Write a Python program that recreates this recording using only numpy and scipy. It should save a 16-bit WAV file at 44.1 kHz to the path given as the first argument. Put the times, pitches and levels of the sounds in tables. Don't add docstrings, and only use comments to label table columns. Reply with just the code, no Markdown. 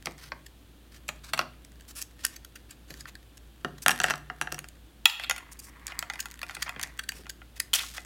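import sys
import numpy as np
from scipy import signal
from scipy.fft import rfft, irfft
from scipy.io import wavfile
from scipy.ndimage import uniform_filter1d, minimum_filter1d

SR = 44100
rng = np.random.default_rng(int(sys.argv[2]) if len(sys.argv) > 2 else 0)


def pcm_store(signal):
    levels = np.round(np.clip(np.atleast_2d(signal), -1, 1) * 32767)
    wavfile.write(sys.argv[1], SR, levels.astype(np.int16).T)


N = 355005
CONTACT_S, TOP_CUT_HZ = .01, 16200


def from_db(db):
    return 10 ** (np.asarray(db) / 20)


def rms_one(x):
    return x / np.sqrt(np.mean(x ** 2) + 1e-20)


def band(x, low_hz, high_hz, order=2):
    sos = signal.butter(order, [low_hz, min(high_hz, .45 * SR)], "band", fs=SR, output="sos")
    return signal.sosfilt(sos, x)


def soften(x, corner_hz):
    return signal.sosfilt(signal.butter(1, min(corner_hz, .45 * SR), fs=SR, output="sos"), x)


def seconds(length_s):
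    return np.arange(int(length_s * SR)) / SR


def add(track, start_s, sound):
    at = int(start_s * SR)
    track[at:at + len(sound)] += sound[:max(N - at, 0)]


def ringing(modes, length_s, spread_db, detune):
    t = seconds(length_s)
    hz, db, t60 = np.transpose(modes)[:, :, None]
    strength = from_db(db + spread_db * rng.standard_normal(hz.shape)) * rng.choice([-1, 1], hz.shape)
    grip = 1 + detune * rng.standard_normal(hz.shape)
    return np.sum(strength * from_db(-60 * t / t60) * np.sin(2 * np.pi * hz * grip * t), axis=0)


def click_response(modes, crack_db, detune=.03):
    ring = rms_one(ringing(modes, length_s=.1, spread_db=0.0, detune=detune))
    t = np.arange(len(ring)) / SR
    crack = rng.standard_normal(len(t)) * np.exp(-t / 0.00074)
    return ring + from_db(crack_db) * rms_one(crack)


def slips(size, per_s, spread_db):
    sizes = from_db(spread_db * np.minimum(rng.exponential(1, size), 4)) * rng.choice([-1, 1], size)
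    return sizes * (rng.random(size) < per_s / SR)


def colour(brightness_db, body_db, edge_db, edge_follows):
    return body_db - 0.058 * brightness_db, 0, edge_db + edge_follows * brightness_db, brightness_db


EQ_EDGES = [560, 1100, 2400, 5000, 16000]


def voiced(x, level_db, colour_db, length_s):
    out = 0
    for low_hz, high_hz, db in zip(EQ_EDGES, EQ_EDGES[1:], colour_db):
        part = band(x, low_hz, high_hz, order=3)
        out = out + part * from_db(level_db + db) * np.sqrt(length_s * SR / (np.sum(part ** 2) + 1e-20))
    return out


def contacts(cues, modes, crack_db, chatter_db, stretch, build_up, corner_hz,
             gain_db, body_db, edge_db, edge_follows, detune):
    out, click_at = np.zeros(N), int(CONTACT_S / 2 * SR)
    t_ms = 1000 * (seconds(CONTACT_S * 2) - click_at / SR)
    for start_s, level_db, brightness_db, length_ms in cues:
        rise_ms = build_up * length_ms
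        envelope = np.exp(np.minimum(t_ms / rise_ms, -t_ms / (stretch * length_ms)))
        force = slips(len(t_ms), per_s=9000, spread_db=2.0) * envelope
        force *= from_db(chatter_db) * length_ms / np.sqrt(np.sum(force ** 2) + 1e-12)
        force[click_at] += 1
        hit = soften(np.convolve(force, click_response(modes, crack_db, detune)), corner_hz)
        colour_db = colour(brightness_db, body_db, edge_db, edge_follows)
        hit = voiced(hit, level_db + gain_db, colour_db, CONTACT_S)
        add(out, start_s + (rise_ms + t_ms[0]) / 1000, hit)
    return out


# f/Hz, relative level/dB
AIR_SPECTRUM = [(50, -17.5), (85, -9), (108, -7), (187, -13), (303, -10.5), (394, -18), (947, -26),
                (1100, -26.5), (1750, -26.5), (1910, -30), (3450, -26), (5350, -35.5), (10300, -35.5),
                (16000, -37)]


def background(air_db, hum_hz, hum_db, waver):
    hz, db = np.transpose(AIR_SPECTRUM)
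    bins_hz = np.maximum(np.arange(N // 2 + 1) * SR / N, 1)
    shape = from_db(np.interp(np.log(bins_hz), np.log(hz), db))
    air = irfft(rfft(rng.standard_normal(N)) * shape, N)
    hum = np.sqrt(2) * np.sin(2 * np.pi * hum_hz * np.arange(N) / SR)
    rumble = rms_one(band(rng.standard_normal(N), low_hz=48, high_hz=63))
    return from_db(air_db) * rms_one(air) + from_db(hum_db) * (hum + waver * rumble)


# f/Hz, relative level/dB, t60/s
REVERB_BANDS = [(200, -3.5, 0.45), (700, -4.5, 0.29), (1480, -8, 0.33), (3000, -13.5, 0.48),
                (6280, -10, 0.25), (14000, -11, 0.24)]


def room_reverb(x, first_echo_s, wet_db):
    t, tail = seconds(.5), 0
    hz, db, t60 = np.transpose(REVERB_BANDS)
    for low_hz in 100 * 2 ** np.arange(0, 7.5, .5):
        high_hz = low_hz * np.sqrt(2)
        log_centre = np.log(np.sqrt(low_hz * high_hz))
        gain = from_db(np.interp(log_centre, np.log(hz), db))
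        decay = from_db(-60 * t / np.interp(log_centre, np.log(hz), t60)) * (t > first_echo_s)
        noise = band(rng.standard_normal(len(t)), low_hz, high_hz)
        tail = tail + gain * noise * decay / np.sqrt(np.sum(decay ** 2))
    return from_db(wet_db) * signal.fftconvolve(x, tail)[:N]


def near_echoes(x, decay_s, wet_db):
    t = seconds(.08)
    echoes = rng.standard_normal(len(t)) * np.exp(-t / decay_s) * (t > .003)
    echoes /= np.sqrt(np.sum(echoes ** 2))
    return from_db(wet_db) * soften(signal.fftconvolve(x, echoes)[:N], corner_hz=5030)


# f/Hz, relative level/dB, t60/s
RIM_RING = [(1562, 6, 0.022), (1800, 12, 0.012), (2330, -3.5, 0.0078), (3326, -5, 0.014), (4560, -1, 0.016),
            (6340, -29.5, 0.0055), (6590, -1.5, 0.013), (7740, -5, 0.021), (9630, -24, .008),
            (13500, -10, .008)]
# t/s, mid level/dB before gain, brightness/dB (sheen over mids), nominal length/ms
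TICK_CUES = [(0.462, -51, 0.5, 4.2), (1.647, -62, 9.5, 2.5), (1.808, -59, 3, 1.3), (2.015, -55, 18, 2.8),
             (2.0235, -60, 24.5, 1.3), (2.2472, -31, -20, 1.4), (2.25, -39.5, 16, 0.86),
             (2.265, -49.5, 11, 0.79), (2.361, -53, 8.5, 4), (2.4475, -53.5, 5.5, 1.7), (2.554, -48, -1, 7),
             (2.707, -59, 13, 4.7), (2.903, -48, 1, 4.2), (2.939, -49, -2, 2), (3.005, -51, 6.5, 4.7),
             (3.0548, -41.5, -25, 1.66), (3.153, -46, -8, 0.53), (4.5895, -43.5, 4.5, 1.2),
             (4.686, -60.5, 12, 1.4), (5.8675, -52.5, 17, 0.7), (5.8788, -43.5, -2, 2.3),
             (5.9905, -41.5, 12, 0.8), (6.191, -38, -10, 3), (6.2015, -43.5, 12.5, 4.1),
             (6.312, -58.5, 10.5, 0.64), (6.4155, -40.5, -5.5, 1.07), (6.548, -44.5, 3.5, 3.6),
             (6.6215, -33, -2, 2.9), (6.626, -35.5, 0.5, 2.15), (6.813, -47, 6, 1.2),
             (6.8285, -42.5, 9, 1.8), (6.8335, -35, -2, 1.86), (6.9913, -32, -6.5, 3.2),
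             (7.035, -47.5, -3.5, 3.2), (7.0895, -32, -1, 1.6), (7.295, -41, 0.5, 2.3),
             (7.301, -53, 10, 1.7), (7.6, -34, 7, 1.85)]


def rim_ticks():
    return contacts(TICK_CUES, RIM_RING, crack_db=0.0, chatter_db=-5.0, stretch=0.73, build_up=0.7,
                    corner_hz=7960, gain_db=0.07, body_db=-21.5, edge_db=1.5, edge_follows=0.51,
                    detune=0.012)


# t/s, level/dB before gain
HANDLING_CURVE = [(0.0, -54), (0.76, -78), (1.32, -61), (1.55, -61.5), (3.76, -68), (4.01, -38),
                  (4.17, -61), (4.87, -68), (5.11, -86), (5.22, -51), (5.4, -61.5), (5.87, -67),
                  (6.08, -56), (6.37, -50.5), (6.59, -53.5), (7.51, -63.5), (7.82, -66), (8.05, -52)]


def crinkle(count, spread_db, low_hz, corner_hz, gain_db):
    out = np.zeros(N)
    spots = [soften(band(click_response(RIM_RING, crack_db=4.0), low_hz, TOP_CUT_HZ), corner_hz)
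             for _ in range(12)]
    for moment, faintness, spot in rng.random((count, 3)):
        start_s, tick = moment * N / SR, spots[int(spot * len(spots))]
        peak_db = np.interp(start_s, *np.transpose(HANDLING_CURVE)) + gain_db - spread_db * faintness
        add(out, start_s, from_db(peak_db) * tick / np.abs(tick).max())
    return out


# start t/s, end t/s, mid level/dB before gain, brightness/dB
RUB_CUES = [(0.18, 0.293, -55, -1.5), (0.914, 0.985, -60, 0.5), (1.233, 1.313, -53.5, -1),
            (1.879, 1.923, -59.5, 10), (1.952, 2.028, -53, 11), (2.188, 2.243, -58.5, -1),
            (2.235, 2.263, -46, 1), (2.279, 2.374, -62, 2), (2.689, 2.74, -59, -5), (2.877, 3.03, -61.5, 3),
            (3.068, 3.101, -52, -1.5), (3.371, 3.377, -58, 7.5), (3.778, 3.784, -52, -4),
            (3.819, 3.841, -55, 14), (4.024, 4.124, -40, -15), (5.207, 5.24, -48, -5),
            (5.514, 5.535, -63.5, 17), (5.589, 5.605, -61.5, 19.5), (5.616, 5.7, -74, 22),
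            (5.891, 5.921, -45.5, -17), (6.473, 6.65, -57.5, -5), (6.66, 6.676, -39, -28),
            (6.761, 6.91, -49, -31), (7.121, 7.227, -60.5, 5), (7.557, 7.582, -55, 2),
            (7.736, 7.764, -37, 11), (7.77, 7.826, -46, -12), (7.936, 7.981, -48.5, 1.5)]


def finger_rubs(per_s, swell, wobble_db, corner_hz, ring_db, gain_db):
    out, t = np.zeros(N), seconds(.25)
    for start_s, end_s, level_db, brightness_db in RUB_CUES:
        length_s = max(end_s - start_s, CONTACT_S)
        pressure = np.maximum(np.sin(np.pi * np.minimum(t / length_s, 1)), 0) ** swell
        wobble = rms_one(uniform_filter1d(rng.standard_normal(len(t)), size=500))
        force = slips(len(t), per_s, spread_db=1.5) * pressure * from_db(wobble_db * wobble)
        ring = rms_one(signal.fftconvolve(force, click_response(RIM_RING, crack_db=4.5))[:len(t)])
        rub = soften(force + from_db(ring_db) * np.std(force) * ring, corner_hz)
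        colour_db = colour(brightness_db, body_db=-9.5, edge_db=1.8, edge_follows=0.36)
        add(out, start_s, voiced(rub, level_db + gain_db, colour_db, length_s))
    return out


# t/s, level/dB before gain
DRAG_CURVE = [(5.4, -47.5), (5.582, -64), (5.774, -57.5), (5.836, -53.5), (5.988, -46.5), (6.08, -53.5),
              (6.224, -59), (6.482, -72), (6.656, -59), (6.7, -48), (6.834, -59), (7.0, -61)]


def cord_drag(per_s, wobble_db, low_hz, high_hz, gain_db):
    drag_db = np.interp(np.arange(N) / SR, *np.transpose(DRAG_CURVE), left=-np.inf, right=-np.inf)
    wobble = rms_one(uniform_filter1d(rng.standard_normal(N), size=700))
    force = slips(N, per_s, spread_db=4.5)
    rub = signal.fftconvolve(force, click_response(RIM_RING, crack_db=28.5))[:N]
    return from_db(drag_db + gain_db + wobble_db * wobble) * rms_one(band(rub, low_hz, high_hz, order=3))


# f/Hz, relative level/dB, t60/s
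WOOD_RING = [(146.8, 5.5, 0.9), (175.4, -6.5, 0.42), (197.5, 0, 0.15), (245.3, -0.5, 0.34), (274, -6, 0.13),
             (338, -7.5, 0.15), (420, -5, .08), (600, -10, 0.11)]
# t/s, level/dB before thud and ring gains
BUMP_CUES = [(0.07, -47), (1.391, -49), (2.902, -51.5), (3.647, -40.5), (4.523, -50.5), (6.573, -58),
             (6.76, -51.5), (7.15, -57.5), (7.191, -54.5)]


def table_thumps(blows, thump_db, reference_db, follows, ring_db, thud_db, thud_s):
    out, t = np.zeros(N), seconds(.5)
    thumps = [(start_s, thump_db + follows * (db - reference_db)) for start_s, db, *_ in blows]
    for start_s, level_db in thumps + BUMP_CUES:
        thud = rms_one(band(rng.standard_normal(len(t)), low_hz=188, high_hz=497)) * np.exp(-t / thud_s)
        ring = ringing(WOOD_RING, length_s=.5, spread_db=1.0, detune=.004)
        add(out, start_s, from_db(level_db) * (from_db(thud_db) * thud + from_db(ring_db) * ring))
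    return out


# f/Hz, relative level/dB, t60/s
LID_RING = [(620, -3, 0.046), (807, 2, 0.018), (1095, -7, 0.041), (1260, 0.5, 0.016), (1600, 3.5, 0.012),
            (2170, 1, 0.016), (2360, 8, 0.0077), (2700, 3, 0.012), (3280, 4, 0.02), (4210, -1, 0.011),
            (7840, -5, .012), (10300, -13, 0.0073)]
# t/s, mid level/dB before gain, brightness/dB, nominal length/ms
LID_CUES = [(0.0576, -43, 7.5, 1.5), (0.0698, -33, -23, 1.1), (0.3184, -34.5, -30, 2.5),
            (1.0803, -52, 9.5, 5.3), (1.0888, -33.5, -5, 2.6), (1.3342, -27, -7, 4.2),
            (1.375, -36, -8, 4.4), (1.391, -23.5, -14.5, 1.87), (1.3995, -43, -9, 7),
            (1.4124, -38, -13, 3.2)]


def lid_taps():
    return contacts(LID_CUES, LID_RING, crack_db=8.0, chatter_db=-12.5, stretch=1.84, build_up=0.24,
                    corner_hz=4130, gain_db=0.3, body_db=-6.0, edge_db=2.5, edge_follows=0.36,
                    detune=0.018)


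# f/Hz, relative level/dB, t60/s
KNOCK_RING = [(744, -5, 0.049), (895, -10.5, 0.028), (1270, -3.5, 0.021), (1415, 7.5, 0.0092),
              (1647, 3, 0.024), (1790, 6.5, 0.0149), (2760, 0, 0.024), (3100, 4, 0.0091),
              (4800, -19, 0.004), (5750, 2.5, 0.014), (7000, -12, 0.031), (8060, 1, 0.014),
              (10620, 4, 0.011)]
# t/s, mid level/dB before gain, brightness/dB, nominal length/ms
KNOCK_CUES = [(3.6467, -28.5, -21.5, 2.7), (3.862, -17.5, -12, 0.63), (3.8817, -19, -1, 2.2),
              (3.8929, -20.5, -15, 0.63), (3.907, -28, -1.5, 3.9), (3.914, -27, -5, 3.7),
              (4.001, -24, -8.5, 1.7), (4.017, -35, -25, 1.8), (4.0356, -33.5, -0.5, 2.7),
              (4.0407, -18.5, -13, 1.4), (4.0624, -42, -1, 1.2), (4.0686, -39, -11, 3.6),
              (4.0832, -30.5, -16, 5.2), (4.0997, -29.5, -9, 1.1), (4.1065, -22.5, -12, 4.1),
              (4.1375, -32, -21, 2.7), (4.1567, -46, 0.5, 1.3), (4.179, -53, -1, 1.5),
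              (4.2995, -32.5, -40, 2.2), (4.413, -26, -9.5, 1.9), (4.4205, -38.5, -3, 4.5),
              (4.472, -33, -32, 1.6), (4.5191, -40, -9, 2), (4.523, -36, 1, 1.3), (4.544, -42.5, 2, 2.2),
              (4.581, -44, -14, 1.3), (4.6421, -45.5, -8, 2.8)]


def holder_knocks():
    return contacts(KNOCK_CUES, KNOCK_RING, crack_db=-1.0, chatter_db=-15.0, stretch=1.0, build_up=0.092,
                    corner_hz=6030, gain_db=-0.5, body_db=-8.0, edge_db=-1.5, edge_follows=0.29,
                    detune=0.013)


# f/Hz, relative level/dB, t60/s
FLEX_RING = [(758, 3.5, 0.031), (914, -1.5, 0.018), (1414, -9, 0.036), (2016, -4.5, 0.035),
             (2490, 0.5, 0.022), (2820, 2.5, 0.019), (3233, 12.5, 0.013), (3650, 7, 0.024),
             (4350, 4, 0.015), (5450, -24.5, 0.0092), (6790, 0.5, 0.023), (9860, -1, .01)]
# t/s, mid level/dB before gain, brightness/dB, nominal length/ms
CREAK_CUES = [(5.1967, -33.5, -11, 3.2), (5.2962, -28, -2, 2.8), (5.3098, -27.5, -5.5, 2.9),
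              (5.3615, -43, -3, 4.6), (5.379, -43, -3, 5.6), (5.92, -41, -19, 3.2),
              (6.0255, -35.5, -11, 1.9), (6.099, -33.5, -10.5, 3.3), (6.1348, -44.5, -3, 4.4),
              (6.156, -45.5, -9, 2.2), (6.2563, -40.5, -4.5, 1.9), (6.4298, -35.5, -10.5, 4),
              (6.495, -40, -15, 2.2), (6.508, -45, -9, 5), (6.5668, -40.5, -21, 2.3),
              (6.678, -40, -27, 3.2), (6.6928, -36.5, -8, 0.64), (6.761, -43, -26, 3.5),
              (6.7955, -39.5, -8, 0.9), (7.1195, -45, -3.5, 1.7), (7.257, -53.5, -22, 0.8),
              (7.267, -49, -11, 0.9), (7.417, -50, -30, 1.4), (7.8315, -43, -6.5, 8.7),
              (7.98, -38, -13, 1.9)]


def holder_creaks():
    return contacts(CREAK_CUES, FLEX_RING, crack_db=0.5, chatter_db=-13.5, stretch=1.0, build_up=.2,
                    corner_hz=6100, gain_db=2.0, body_db=-9.5, edge_db=0.5, edge_follows=0.45,
                    detune=0.017)


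def release_swish(start_s, decay_s, level_db, low_hz, corner_hz):
    out, t = np.zeros(N), seconds(.3)
    friction = slips(len(t), per_s=8000, spread_db=6.5)
    hiss = rms_one(soften(band(friction, low_hz, TOP_CUT_HZ), corner_hz))
    add(out, start_s, from_db(level_db) * hiss * np.exp(-t / decay_s))
    return out


# t/s, mid level/dB before gain, brightness/dB, nominal length/ms
SNAP_CUES = [(5.056, -9.5, -2, 1.6), (5.0965, -33, -4, 3.6), (5.236, -43, -9, 2.3),
             (5.2432, -45.5, -6.5, 2.2), (7.7325, -37, -3, 1), (7.7362, -41.5, 15, 3.15),
             (7.7615, -49.5, 9, 2.9), (7.7865, -51, 7, 1), (7.7903, -42, -6, 2.7), (7.8, -42, -19, 9.4),
             (7.8095, -48, -17, 5.5)]


def catch_snaps():
    return contacts(SNAP_CUES, FLEX_RING, crack_db=2.5, chatter_db=-4.5, stretch=0.97, build_up=.2,
                    corner_hz=6000, gain_db=4.0, body_db=-13.0, edge_db=10.0, edge_follows=0.52,
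                    detune=0.018)


def scene():
    struck = lid_taps() + holder_knocks() + catch_snaps() + holder_creaks()
    held = rim_ticks()
    held += finger_rubs(per_s=4000, swell=0.35, wobble_db=3.0, corner_hz=7140, ring_db=-9.0, gain_db=-1.5)
    held += cord_drag(per_s=1300, wobble_db=3.0, low_hz=1000, high_hz=1900, gain_db=-2.0)
    held += crinkle(count=320, spread_db=14.5, low_hz=1280, corner_hz=8000, gain_db=20.5)
    struck += release_swish(start_s=7.738, decay_s=0.096, level_db=-33, low_hz=2410, corner_hz=5000)
    struck += table_thumps(LID_CUES + KNOCK_CUES, thump_db=-47.5, reference_db=-24, follows=.7,
                           ring_db=-4.0, thud_db=4.5, thud_s=0.021)
    reverb = room_reverb(struck + from_db(-3.0) * held, first_echo_s=0.004, wet_db=-4.0)
    scatter = near_echoes(struck + from_db(-1.5) * held, decay_s=0.011, wet_db=-14.0)
    bed = background(air_db=-57, hum_hz=57.3, hum_db=-54.5, waver=0.38)
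    return (struck + held + reverb + scatter + bed)[None]


def limiter(x, ceiling_db, release_db_per_s):
    over_db = np.maximum(20 * np.log10(np.abs(x).max(axis=0) + 1e-9) - ceiling_db, 0)
    ramp_db = release_db_per_s * np.arange(N) / SR
    cut_db = np.maximum.accumulate(over_db + ramp_db) - ramp_db
    gain_db = minimum_filter1d(-cut_db, size=89)
    return x * from_db(uniform_filter1d(gain_db, size=45))


def record(dry):
    limited = limiter(dry, ceiling_db=2.0, release_db_per_s=70.5)
    return signal.sosfilt(signal.ellip(10, .1, 70, TOP_CUT_HZ, fs=SR, output="sos"), limited)


dry = scene()
out = record(dry)
pcm_store(out)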